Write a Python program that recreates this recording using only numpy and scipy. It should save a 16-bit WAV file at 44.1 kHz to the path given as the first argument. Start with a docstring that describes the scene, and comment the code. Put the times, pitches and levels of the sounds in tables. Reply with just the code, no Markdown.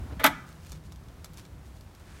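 """First comes a low rolling drone with dull knocks: a loaded metal shelf slides home in the back of a van.
It touches lightly, then latches in a burst of hard hits that set the rack and the cargo bay ringing.
Shoes thud, scuff and crunch grit as someone steps aside, and clothes rustle at the end.
A low outdoor rumble lies under it all."""
import sys
import numpy as np
from scipy import signal
from scipy.fft import rfft, irfft, next_fast_len
from scipy.io import wavfile
from scipy.ndimage import uniform_filter1d

SR = 44100
rng = np.random.default_rng(int(sys.argv[2]) if len(sys.argv) > 2 else 0)


def pcm_store(signal):
    """Save signal as 16-bit PCM."""
    levels = np.round(np.clip(np.atleast_2d(signal), -1, 1) * 32767)
    wavfile.write(sys.argv[1], SR, levels.astype(np.int16).T)


N = 97020  # 2.2 s


def amp(db):
    """Turn decibels into a gain."""
    return 10 ** (np.asarray(db) / 20)


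def unit(x):
    """Scale x to an average strength (rms) of 1."""
    return x / np.sqrt(np.mean(x ** 2) + 1e-20)


def along(points, hz):
    """Read a curve of (f/Hz, value) points at hz, on a log axis."""
    freqs, values = np.transpose(points)
    return np.interp(np.log(hz + 1), np.log(freqs + 1), values)


def level(points):
    """Join (t/s, level/dB) points into a gain for each sample."""
    return amp(np.interp(np.arange(N) / SR, *np.transpose(points)))


def fade(t, t60):
    """Die away by 60 dB in t60 seconds, the fade time."""
    return np.exp(-np.log(1000) * t / np.maximum(t60, 1e-4))


def swell(t, rise_s):
    """Climb smoothly from 0 towards 1."""
    return 1 - np.exp(-t / rise_s)


def filtered(x, response):
    """Give each frequency of x the gain response(hz)."""
    size = next_fast_len(len(x) + SR // 4)
    return irfft(rfft(x, size) * response(np.fft.rfftfreq(size, 1 / SR)), size)[:len(x)]


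def noise(colour, size):
    """Noise of strength 1; its colour says which frequencies are strong."""
    return unit(filtered(rng.standard_normal(size), lambda hz: amp(along(colour, hz))))


def wobble(samples):
    """A random drift of strength 1, smoothed over this many samples."""
    return unit(uniform_filter1d(rng.standard_normal(N), size=samples))


def grainy(colour, depth_db):
    """Rubbing noise that catches in tiny grains, about a millisecond each."""
    return unit(amp(depth_db * wobble(40)) * noise(colour, N))


def dying(x, fades):
    """Let each frequency of x die at its own speed."""
    hz, t, bands = signal.stft(x, SR, nperseg=128)
    bands = bands * fade(t, along(fades, hz)[:, None])
    return signal.istft(bands, SR, nperseg=128)[1][:len(x)]


def ring(tones, t):
    """The fading tones of a struck object, their levels a little different at each blow."""
    return sum(amp(db + rng.normal(0, 1)) * fade(t, t60) * np.sin(2 * np.pi * hz * t)
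               for hz, db, t60 in tones)


def thud(t, hz, t60):
    """One soft, fading tone."""
    return np.sin(2 * np.pi * hz * t) * fade(t, t60) * swell(t, rise_s=0.0017)


def add(out, start, x):
    """Mix x into out, beginning at start seconds."""
    part = out[max(round(start * SR), 0):][:len(x)]
    part += x[:len(part)]


RUMBLE_COLOUR = [(15, -26), (25, -29), (38, -7), (52, -4.5), (68, 1), (105, -7), (130, -10), (200, -15),
                 (260, -19.5), (350, -19.5), (450, -27.5), (880, -76)]  # distant rumble: f/Hz, level/dB
AIR_COLOUR = [(180, -47), (300, -10), (366, -6.5), (440, -16), (478, -5.5), (574, -7), (737, -7.5),
              (1060, -9.5), (2360, -18), (16000, -30)]  # soft air: f/Hz, level/dB
# how loud the rumble, air and hum are over time: t/s, level/dB
RUMBLE_LEVEL = [(0, -38), (.24, -46.5), (.33, -44.5), (.55, -53), (.7, -48), (1.05, -47), (1.35, -47.5),
                (1.65, -47), (2.0, -50), (2.2, -48.5)]
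AIR_LEVEL = [(0, -55), (.55, -58), (.82, -61), (1.2, -58), (1.6, -59.5), (1.9, -59.5), (2.2, -60)]
HUM_LEVEL = [(0, -80), (.35, -46.5), (.6, -55.5), (.85, -49), (1.05, -61.5), (1.6, -58.5), (2.2, -65)]


def outdoors(hum_hz=154.5, hum_width_hz=21.7):
    """Distant rumble, soft air and a narrow band of noise heard as a wavering hum."""
    hum = filtered(rng.standard_normal(N), lambda hz: 1 / (1 + ((hz - hum_hz) / hum_width_hz) ** 2))
    rumble = level(RUMBLE_LEVEL) * noise(RUMBLE_COLOUR, N)
    air = level(AIR_LEVEL) * noise(AIR_COLOUR, N)
    return rumble + level(HUM_LEVEL) * unit(hum) + air


RUSTLE_LEVEL = [(1.85, -70), (2.0, -63.5), (2.12, -56), (2.2, -56)]  # loudness of the cloth: t/s, level/dB
RUSTLE_COLOUR = [(150, 0.5), (500, -2.5), (900, -8.5), (1600, -0.5), (2600, -8), (5000, -11.5), (9000, -14),
                 (16000, -31)]  # its colour: f/Hz, level/dB


def clothes():
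    """Cloth rubs and rustles as someone moves close by."""
    return level(RUSTLE_LEVEL) * grainy(RUSTLE_COLOUR, depth_db=2.5)


FOOTFALLS = [(0.599, -36.5, 90), (0.701, -36, 58), (.835, -62, 69), (1.243, -49, 78)]  # feet landing: t/s, level/dB, f/Hz
SCUFFS = [(0.489, 0.021, 0.4, -57.5), (.665, 0.039, 0.26, -57), (.703, 0.018, 0.13, -57),
          (.752, 0.0056, 0.12, -55.5), (.858, 0.018, 0.21, -60.5), (1.392, .02, 0.16, -51.5),
          (1.664, 0.014, .15, -59), (1.765, 0.023, 0.14, -62)]  # peaks of the scrapes: t/s, rise/s, fade/s, level/dB
SCUFF_COLOUR = [(200, -10), (1000, 4.5), (2200, 3.5), (4000, 3.5), (6500, 2.5), (10000, -2.5),
                (16000, -9.5)]  # a scraping sole: f/Hz, level/dB


def shoes():
    """Soles thud on the pavement and scrape across it."""
    thuds, rubbing, t = np.zeros(N), np.zeros(N), np.arange(SR // 4) / SR
    for start, db, hz in FOOTFALLS:
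        add(thuds, start, amp(db) * thud(t, hz, t60=0.12))
    for peak, rise, t60, db in SCUFFS:
        since = np.arange(N) / SR - peak
        rubbing += amp(db) * np.exp(np.minimum(since, 0) / rise) * fade(np.maximum(since, 0), t60)
    return thuds + rubbing * grainy(SCUFF_COLOUR, depth_db=4.5)


GRIT_CRACKS = [(.7195, -38, -55), (0.722, -41, -49.5), (.729, -44, -54), (.9215, -43, -58),
               (0.926, -49, -60), (0.9597, -50, -66), (1.038, -58, -74), (1.0855, -54, -58),
               (1.2446, -37.5, -55), (1.2461, -36.5, -50.5), (1.2549, -51, -67), (1.258, -50, -52),
               (1.3345, -47, -82), (1.342, -47.5, -72), (1.3729, -40.5, -56), (1.381, -48, -67),
               (1.452, -50, -53.5), (1.463, -55, -72), (1.8098, -48, -70), (1.95, -47.5, -68),
               (1.9978, -52, -65)]  # grains cracking: t/s, crack level/dB, ring level/dB
GRIT_COLOUR = [(300, 2), (1200, 0), (2400, -10), (3700, 2.5), (6000, 4.5), (9000, -3.5), (13000, -3.5),
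               (16000, -18)]  # one crack: f/Hz, level/dB
PEBBLE_TONES = [(1340, -3, 0.026), (1680, -9.5, 0.057), (2320, -0.5, 0.029), (3520, -0.5, 0.037),
                (4080, -4, 0.022), (4360, -13, 0.035)]  # a ringing pebble: f/Hz, level/dB, fade/s


def grit():
    """Grit cracks under a sole: a sharp snap, a faint tail and the ring of a pebble."""
    out, t = np.zeros(N), np.arange(SR // 4) / SR
    snap_and_tail = fade(t, t60=0.0053) + amp(-13.5) * fade(t, t60=0.083)
    for start, crack_db, ring_db in GRIT_CRACKS:
        crack = noise(GRIT_COLOUR, len(t)) * snap_and_tail
        pebble = ring(PEBBLE_TONES, t * rng.normal(1, 0.011))  # a slightly new pitch each time
        add(out, start, amp(crack_db) * crack + amp(ring_db) * pebble)
    return out


BOOM_LEVEL = [(0, -42), (.035, -66), (.065, -44), (.105, -35.5), (.15, -41), (.178, -35), (.198, -31),
              (.215, -60), (.25, -100)]  # loudness of the van floor: t/s, level/dB


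def floor_boom(pitch_hz=67, wander_hz=4.9):
    """The floor booms at a wandering pitch under the rolling shelf."""
    hz = pitch_hz + wander_hz * wobble(1500)
    return level(BOOM_LEVEL) * np.sin(2 * np.pi * np.cumsum(hz) / SR)


ROLL_LEVEL = [(0, -50), (.03, -50), (.07, -48), (.12, -44), (.148, -50), (.175, -49), (.195, -48),
              (.22, -58), (.3, -80)]  # loudness of the rolling: t/s, level/dB
ROLL_COLOUR = [(20, -24), (45, -9), (70, 1.5), (125, -1.5), (200, -10), (350, -18.5), (1500, -22.5),
               (5000, -46.5), (16000, -71)]  # its drone: f/Hz, level/dB
BUMPS = [(.108, -45), (0.12, -36.5)]  # soft bumps of the runners: t/s, level/dB
BUMP_COLOUR = [(100, -11), (270, 5), (600, 1), (1500, -13), (4000, -18), (14000, -59)]  # one bump: f/Hz, level/dB
LOAD_KNOCKS = [(.052, -38, 235, 0.042), (0.115, -45.5, 280.5, 0.19), (.169, -29.5, 181, .05),
               (.203, -35.5, 567, 0.11), (0.213, -33.5, 470, 0.08), (.258, -30.5, 260, .05)]  # dull knocks of the load: t/s, level/dB, f/Hz, fade/s


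def rolling_shelf():
    """The shelf drones and bumps along its runners while its load knocks about."""
    out, t = level(ROLL_LEVEL) * noise(ROLL_COLOUR, N), np.arange(SR // 4) / SR
    bump_shape = swell(t, rise_s=0.0054) * fade(t, t60=0.074)
    for start, db in BUMPS:
        add(out, start, amp(db) * noise(BUMP_COLOUR, len(t)) * bump_shape)
    for start, db, hz, t60 in LOAD_KNOCKS:
        add(out, start, amp(db) * thud(t, hz, t60))
    return out


BAY_COLOUR = [(60, -21), (160, 2.5), (300, -6), (500, -23), (700, -18), (1000, -17.5), (1400, -15.5),
              (1800, -19.5), (2300, -15.5), (4000, -20.5), (12000, -20.5)]  # the cargo bay's echo: f/Hz, level/dB
BAY_FADES = [(150, .7), (500, 0.22), (1500, 0.63), (3000, 0.36), (6000, 0.49), (14000, 0.14)]  # how long it lasts: f/Hz, fade/s


def cargo_bay(blow):
    """The rack and the cargo bay ring on after the blow."""
    tail = dying(rng.standard_normal(SR), BAY_FADES)
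    tail = filtered(tail / np.linalg.norm(tail), lambda hz: amp(along(BAY_COLOUR, hz)))
    return signal.fftconvolve(blow, tail)[:N]


# hits of shelf on latch: t/s, shelf level/dB, crack level/dB, rise/s, stretch of the fade times
HITS = [(0.1946, -34.5, -47, 0.0021, 2.1), (0.2353, -24.5, -46, 0.0014, 1.2),
        (0.241, -9, -14, 0.00064, 0.64), (.2462, -21, -25, .0003, 0.51),
        (0.2527, -15.5, -25, 0.00026, 0.72), (0.2614, -32, -22, 0.00043, 1.16),
        (.2642, -17.5, -22.5, 0.00028, 0.72), (0.2684, -19.5, -47, 0.00038, 0.65)]
SHELF_COLOUR = [(100, -35), (270, -11), (400, -21), (520, -20), (700, -10), (1050, -9), (1280, 0),
                (2050, -1), (2700, -11), (3350, -3), (4800, -20), (8000, -28), (16000, -40)]  # shelf tones, so crowded they blur into noise: f/Hz, level/dB
SHELF_FADES = [(250, 0.27), (700, 0.2), (1600, 0.091), (4000, 0.079), (12000, 0.15)]  # their length before stretching: f/Hz, fade/s
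CRACK_COLOUR = [(500, -27.5), (2000, 3), (3400, 1.5), (5000, -4.5), (7000, -0.5), (9500, -1), (12000, 7),
                (16000, -6.5)]  # crack of the steel latch: f/Hz, level/dB
PANEL_BLOWS = [(.195, -27.5), (.2415, -9.5)]  # the first touch, then the shelf seating: t/s, level/dB
PANEL_PITCHES = [277, 576, 636, 867, 983, 1205, 1291, 1464, 1754, 1980, 2075, 2240, 3190, 3595]  # tones of the big panels: f/Hz
PANEL_LEVELS = [-12, -7.5, 0, -1.5, -8.5, -4.5, -4, -6.5, -4.5, -4.5, -4, -3.5, -9.5, -7]  # strength of each tone: level/dB
PANEL_FADES = [(280, 0.12), (700, 0.088), (2000, 0.096), (3600, 0.07)]  # how long the panels ring: f/Hz, fade/s


def latching_shelf():
    """Each hit cracks at the latch and rings the shelf; the big panels swell up more slowly."""
    out, t = np.zeros(N), np.arange(SR // 2) / SR
    for start, shelf_db, crack_db, rise, stretch in HITS:
        fades = [(hz, t60 * stretch) for hz, t60 in SHELF_FADES]
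        shelf = amp(shelf_db) * dying(noise(SHELF_COLOUR, len(t)), fades)
        crack = amp(crack_db) * noise(CRACK_COLOUR, len(t)) * fade(t, t60=0.042 * stretch)
        add(out, start, (shelf + crack) * swell(t, rise))
    panel_tones = [(hz, db, along(PANEL_FADES, hz)) for hz, db in zip(PANEL_PITCHES, PANEL_LEVELS)]
    for start, db in PANEL_BLOWS:
        add(out, start, amp(db) * ring(panel_tones, t) * swell(t, rise_s=0.014))
    return out


def scene():
    """Everything as heard behind the van, in one channel."""
    blow = latching_shelf()
    van = blow + cargo_bay(blow) + rolling_shelf() + floor_boom()
    person = grit() + shoes() + clothes()
    return (van + person + outdoors())[None]


def record(dry):
    """Cut away the very highest treble."""
    top_hz, edge_hz = 15950, 90
    return np.array([filtered(x, lambda hz: (1 - np.tanh((hz - top_hz) / edge_hz)) / 2) for x in dry])


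dry = scene()
out = record(dry)
pcm_store(out)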